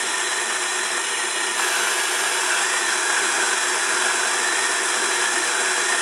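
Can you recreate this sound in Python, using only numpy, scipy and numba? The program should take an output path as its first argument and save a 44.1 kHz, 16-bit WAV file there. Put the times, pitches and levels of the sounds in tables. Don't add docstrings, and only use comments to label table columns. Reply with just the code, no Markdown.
import sys
import numpy as np
from scipy import signal
from scipy.fft import rfft, irfft, next_fast_len
from scipy.io import wavfile
from scipy.ndimage import uniform_filter1d
from numba import njit

SR = 44100
rng = np.random.default_rng(int(sys.argv[2]) if len(sys.argv) > 2 else 0)


def waveform_to_disk(signal):
    frames = np.transpose(np.atleast_2d(signal))
    scaled = np.clip(frames, -1, 1) * 32767
    samples = np.round(scaled).astype(np.int16)
    wavfile.write(sys.argv[1], SR, samples)


N = 265041

# (frequency [Hz], level [dB])
ROAR_SPECTRUM = [(40, -65), (200, -29.5), (400, -11), (540, -3), (660, 3), (950, 5.5), (1200, 2.5),
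                 (1500, -2.5), (2000, -2.5), (3000, -8.5), (3900, -22), (4350, -46)]
DRONE_SPECTRUM = [(20, -32), (50, -40), (100, -22), (140, -18), (163, -20), (185, -16.5), (222, -13),
                  (270, -5.5), (305, -10), (370, -1.5), (430, -1.5), (560, -7), (1000, -35), (3000, -70)]
JET_SPECTRUM = [(20, -49), (800, -30), (2000, 0), (2600, 0), (3600, -0.5), (5500, 1.5), (7000, 1.5),
                (8300, 2.5), (9200, -2.5), (10560, -0.5), (10900, -19), (11500, -16.5), (11950, -33),
                (12700, -19.5), (13400, -26.5)]
VALVE_SPECTRUM = [(300, -55), (1000, -20), (2100, -15), (2650, 1), (3200, 1.5), (4400, 3), (5500, -11),
                  (8000, -15), (10800, -17), (11400, 2), (12400, -1), (13300, -30), (16000, -29)]

# (frequency [Hz], width [Hz], level [dB])
BAY_MODES = [(223, 15, 7.5), (250, 12, -12), (334, 6.7, 7.5), (362.3, 25.5, 11.5), (407.7, 8.5, 10.5),
             (437.4, 26, -21.2), (501.5, 40, 10.5), (546, 35, -11), (551, 223, -8), (584, 11, -7),
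             (656, 75, 4.8), (742, 46, -3.5), (864, 22, 3.5), (915, 8, 4.5), (992, 9.2, 4.5),
             (1032, 12, 3.5), (1235, 19, -17.6), (1309, 71, -12), (1335, 9.2, 5.5), (1403, 196, 10),
             (1523, 5.8, 7.5), (1615, 25, -7), (1627, 15.3, 12.5), (1676, 7, 17.5), (1682, 158, -9.4),
             (1746, 8, 10.5), (1798, 28, 6.5), (1855, 8, 9), (2050, 59, -4.5), (2236, 27, -12),
             (2340, 110, 3), (2464, 24, 6), (2490, 23, -3), (2652, 16, 4), (2850, 125, -2),
             (3037, 6.9, 12.5), (3038, 270, -8), (3315, 140, 7.5), (3356, 36, -6.5), (3917, 354, -10),
             (3922, 19, 16), (4014, 18, 15), (4094, 9.4, 8.5), (4160, 7.3, 5), (4550, 53, -14),
             (4740, 16, -8.8), (4960, 293, -18.5), (5004, 100, 10.5), (5260, 140, -5.5), (5350, 95, 0.5),
             (6120, 150, -3.5), (6820, 350, -5), (7530, 210, 3.9), (7760, 75, -11), (9060, 560, -5.5),
             (9270, 225, -4.5), (9450, 284, 7.5)]
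# (frequency [Hz], width [Hz], level [dB])
HOLLOW_MODES = [(2180, 77, 2), (2770, 130, -4.5), (2930, 100, 7.5), (4080, 140, 2.5), (4730, 690, -7),
                (6020, 220, -12), (6860, 150, -10), (8000, 300, -7), (9300, 130, 4.5), (10870, 700, -6)]
# (frequency [Hz], width [Hz], level [dB])
HAND_MODES = [(2260, 64, 3), (2700, 64, -1), (2916, 59, 6), (4600, 300, -1.5), (5850, 230, -3),
              (6160, 140, 3.5), (6680, 200, -9), (6900, 130, 5.5), (7900, 730, -4.5), (9000, 260, 3),
              (9300, 300, 2.5), (11100, 200, -2)]
# (frequency [Hz], width [Hz], level [dB])
VALVE_RESONANCES = [(2340, 64, 19.5), (2420, 70, -12), (2680, 97, 13), (2800, 70, -3), (2960, 87, 15),
                    (3170, 80, 3)]

# (time [s], frequency [Hz])
NOTE_PITCH = [(0.0, 1790), (0.11, 1860), (0.22, 1810), (0.36, 1760), (0.44, 1830), (0.53, 1790),
              (0.69, 1850), (0.86, 1805), (1.02, 1810), (1.2, 1865), (1.43, 1850), (1.55, 1790),
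              (1.6, 1665), (1.7, 1630), (1.82, 1545), (1.97, 1690), (2.07, 1640), (2.27, 1660),
              (2.37, 1590), (2.46, 1675), (2.54, 1510), (2.68, 1840), (2.8, 1830), (2.92, 1690),
              (3.03, 1640), (3.3, 1640), (3.47, 1570), (3.62, 1730), (3.72, 1640), (3.85, 1680),
              (4.11, 1510), (4.3, 1650), (4.45, 1795), (4.62, 1795), (4.8, 1735), (4.98, 1630),
              (5.12, 1730), (5.26, 1690), (5.4, 1790), (5.57, 1530), (5.72, 1730), (5.92, 1800)]
# (time [s], frequency [Hz], depth [dB])
NULL_PATH = [(0, 4400, -34), (0.8, 4360, -36), (1.35, 4470, -18), (2.0, 4150, -24), (2.9, 4330, -27),
             (3.8, 4280, -52), (5.0, 4340, -35), (6.0, 4370, -22)]
# (time [s], level before decay [dB], decay time [s])
FLAME_POPS = [(0.509, -21, 0.0033), (0.979, -19, 0.003), (1.594, -18.5, 0.0069), (1.87, -18, 0.0044),
              (2.738, -17, 0.0018), (2.926, -24, 0.0029), (3.1, -34, 0.056), (3.266, -30, 0.004),
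              (3.388, -17.5, 0.0024), (4.06, -25, 0.0037), (4.095, -23, 0.0038), (5.596, -25, 0.0029)]
# (time [s], level change [dB])
DRONE_PUFFS = [(0.67, -3), (1.05, -4), (1.3, -1), (1.66, 1.5), (3.22, 2), (3.42, 2.5), (3.61, -6),
               (3.93, 3.5), (5.07, 5.5), (5.2, 2), (5.6, 2), (5.8, 3)]
# (time [s], level change [dB], half length [s])
FLAME_SURGES = [(1.06, -8, 0.029), (1.21, 3, 0.06), (1.32, -3, 0.035), (1.41, 7.5, 0.019), (1.79, 1.5, 0.1),
                (2.075, -2.5, 0.066), (2.526, 2.5, 0.024), (3.136, 0, 0.037), (4.105, 2.5, 0.044),
                (4.497, 3, 0.08), (4.882, -2, 0.07), (5.577, 0.5, 0.04), (5.922, 2.5, 0.04)]

# (on the low flame [dB], gain as the valve opens [dB], change behind the hand [dB])
ROAR_LEVEL_DB = (-29, 2, -0.64)
DRONE_LEVEL_DB = (-37.5, 0.44, 0.5)
BURNER_LEVEL_DB = (-32, 3.5, -3.5)
WHISTLE_LEVEL_DB = (-38, 1.5, 1.5)
JET_LEVEL_DB = (-25.4, 1.27, -0.28)
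# (level [dB], hold [s], fade [dB/s])
VALVE_BODY = (-34.5, 0.98, 11)
VALVE_AIR = (-31, 0.72, 35)
HOLLOW_SHARES = (0.93, 0.37)

ROAR_FLUTTER_DB, JET_FLUTTER_DB, BURNER_FLUTTER_DB = 1.08, 0.73, 0.84
REST_HZ = 1705
BURNER_FLARE_DB, ROAR_FLARE_DB, JET_FLARE_DB = 10, 4.5, 1
ROAR_SURGE_SHARE = 0.25
PUFF_S = 0.037
OPEN_S, OPEN_RISE_S = 1.53, 0.074
HAND_ARRIVES_S, HAND_STAYS_S, HAND_MOVES_S = 1, 1.39, 0.03
DRONE_BUILD_DB, DRONE_BUILD_AT_S, DRONE_BUILD_S = 1.5, 2.66, 0.39
CUTOFF_HZ = 15300


def from_db(db):
    return 10 ** (np.asarray(db) / 20)


def rms_one(x):
    return x / np.sqrt(np.mean(x ** 2) + 1e-20)


def steady(x, seconds=0.067):
    power = uniform_filter1d(x ** 2, size=int(seconds * SR))
    return x / np.sqrt(power + 1e-20)


def in_time(rows):
    times_s, *columns = np.transpose(rows)
    return [np.interp(np.arange(N) / SR, times_s, column) for column in columns]


def ramp(start_s, length_s):
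    return np.clip((np.arange(N) / SR - start_s) / length_s, 0, 1)


def drift(rate_hz):
    hz = np.fft.rfftfreq(N, 1 / SR)
    spectrum = rfft(rng.standard_normal(N)) / (1 + (hz / rate_hz) ** 2)
    return rms_one(irfft(spectrum, N))


def turbulence(colour):
    size = next_fast_len(N)
    hz, db = np.transpose(colour)
    bins_hz = np.maximum(np.fft.rfftfreq(size, 1 / SR), 1)
    gain = from_db(np.interp(np.log(bins_hz), np.log(hz), db))
    return irfft(rfft(rng.standard_normal(size)) * gain, size)[:N]


def resonate(x, modes):
    for hz, width_hz, db in modes:
        pole = np.pi * width_hz / SR
        zero = pole * from_db(db)
        cosine = np.cos(2 * np.pi * hz / SR)
        x = signal.lfilter([1 + zero, -2 * cosine, 1 - zero], [1 + pole, -2 * cosine, 1 - pole], x)
    return x


@njit
def moving_resonance(x, angle, radius):
    y = np.zeros(len(x))
    for i in range(2, len(x)):
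        drive = x[i] - x[i - 2]
        y[i] = drive + 2 * radius[i] * np.cos(angle[i]) * y[i - 1] - radius[i] ** 2 * y[i - 2]
    return y


def reflections(x, wet_db, fade_s, count=40):
    delays_s = rng.uniform(.007, .05, count)
    gains = rng.choice([-1, 1], count) * np.exp(-delays_s / fade_s)
    gains *= from_db(wet_db) / np.sqrt(np.sum(gains ** 2))
    echoes = sum(gain * np.roll(x, int(delay_s * SR)) for delay_s, gain in zip(delays_s, gains))
    return (x + echoes) / np.sqrt(1 + from_db(wet_db) ** 2)


def layer_db(levels):
    low_db, opened_db, covered_db = levels
    return low_db + opened_db * opening() + covered_db * hand_cover()


def flare():
    return np.log2(REST_HZ / in_time(NOTE_PITCH)[0])


def flame_roar(eddies, low_cut_hz=260):
    level_db = layer_db(ROAR_LEVEL_DB) + ROAR_FLARE_DB * flare()
    level_db = level_db + ROAR_FLUTTER_DB * eddies + ROAR_SURGE_SHARE * surges()
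    strength = from_db(level_db) + flame_pops()
    roar = steady(resonate(turbulence(ROAR_SPECTRUM), BAY_MODES)) * strength
    return signal.sosfilt(signal.butter(3, low_cut_hz, "high", fs=SR, output="sos"), roar)


def flame_drone():
    drone = steady(resonate(turbulence(DRONE_SPECTRUM), BAY_MODES), seconds=0.19)
    build_db = DRONE_BUILD_DB * ramp(DRONE_BUILD_AT_S, DRONE_BUILD_S)
    return drone * from_db(layer_db(DRONE_LEVEL_DB) + build_db + drone_puffs())


def burner_note(eddies, low_width_hz=280, high_width_hz=190, waver_hz=20):
    centre_hz, = in_time(NOTE_PITCH)
    angle = 2 * np.pi * (centre_hz + waver_hz * drift(rate_hz=9)) / SR
    width_hz = np.interp(centre_hz, [1620, 1830], [low_width_hz, high_width_hz])
    radius = np.exp(-np.pi * width_hz / SR)
    drive = rng.standard_normal(N) * width_hz * np.sqrt(width_hz)
    once = moving_resonance(drive, angle, radius)
    note = resonate(moving_resonance(once, angle, radius), BAY_MODES)
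    level_db = layer_db(BURNER_LEVEL_DB) + BURNER_FLARE_DB * flare()
    return steady(note, seconds=0.057) * from_db(level_db + BURNER_FLUTTER_DB * eddies + surges())


def burner_whistle(waver_hz=22, jitter_hz=46, flicker_db=2.5):
    hz = in_time(NOTE_PITCH)[0] + waver_hz * drift(rate_hz=30) + jitter_hz * drift(rate_hz=150.2)
    tone = resonate(np.sin(2 * np.pi * np.cumsum(hz) / SR), BAY_MODES)
    level_db = layer_db(WHISTLE_LEVEL_DB) + flicker_db * drift(rate_hz=60) + surges()
    return steady(tone, seconds=0.1) * from_db(level_db)


def gas_jet(eddies):
    low, opened = HOLLOW_SHARES
    share = low + (opened - low) * opening()
    hiss = rms_one(shifting_null(resonate(turbulence(JET_SPECTRUM), BAY_MODES)))
    hiss = (1 - share) * hiss + share * resonate(hiss, HOLLOW_MODES)
    level_db = layer_db(JET_LEVEL_DB) + JET_FLARE_DB * flare() + JET_FLUTTER_DB * eddies
    return hiss * from_db(level_db)


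def shifting_null(x, width_hz=370, wander_hz=18):
    centre_hz, depth_db = in_time(NULL_PATH)
    angle = 2 * np.pi * (centre_hz + wander_hz * drift(rate_hz=4)) / SR
    radius = np.full(N, np.exp(-np.pi * width_hz / SR))
    removed = 1 - from_db(depth_db / 2)
    for _ in range(2):
        band = (1 - radius ** 2) / 2 * moving_resonance(x, angle, radius)
        x = x - removed * band
    return x


def flame_pops(rise_s=0.00079):
    t = np.arange(N) / SR
    return sum(from_db(db) * ramp(s, rise_s) * np.exp(-abs(t - s) / fade_s) for s, db, fade_s in FLAME_POPS)


def drone_puffs():
    t = np.arange(N) / SR
    return sum(db * np.exp(-((t - s) / PUFF_S) ** 2) for s, db in DRONE_PUFFS)


def hand_cover():
    arriving = ramp(HAND_ARRIVES_S, HAND_MOVES_S)
    leaving = ramp(HAND_ARRIVES_S + HAND_STAYS_S, HAND_MOVES_S)
    return arriving - leaving


def cupped_hand(x):
    cover = hand_cover()
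    return (1 - cover) * x + cover * resonate(x, HAND_MODES)


def surges():
    t = np.arange(N) / SR
    return sum(db * np.exp(-((t - s) / half_s) ** 2) for s, db, half_s in FLAME_SURGES)


def opening():
    return ramp(OPEN_S, OPEN_RISE_S)


def settling(shape, rise_s=0.1):
    level_db, hold_s, fade_db_per_s = shape
    fading_s = np.maximum(np.arange(N) / SR - OPEN_S - hold_s, 0)
    return ramp(OPEN_S, rise_s) * from_db(level_db - fade_db_per_s * fading_s)


def valve_hiss(sputter_db=1.5, split_hz=3600):
    hiss = rms_one(resonate(turbulence(VALVE_SPECTRUM), BAY_MODES + VALVE_RESONANCES))
    body = signal.sosfilt(signal.butter(5, split_hz, "low", fs=SR, output="sos"), hiss)
    air = signal.sosfilt(signal.butter(5, split_hz, "high", fs=SR, output="sos"), hiss)
    sputter = from_db(sputter_db * drift(rate_hz=23))
    return (body * settling(VALVE_BODY) + air * settling(VALVE_AIR)) * sputter


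def scene():
    eddies = drift(rate_hz=71)
    flame = flame_roar(eddies) + flame_drone()
    burner = burner_note(eddies) + burner_whistle()
    gas = cupped_hand(gas_jet(eddies)) + valve_hiss()
    heard = reflections(flame + burner + gas, wet_db=-11, fade_s=0.026)
    return np.array([heard, heard])


def record(dry):
    return signal.sosfilt(signal.ellip(10, .1, 80, CUTOFF_HZ, fs=SR, output="sos"), dry)


dry = scene()
out = record(dry)
waveform_to_disk(out)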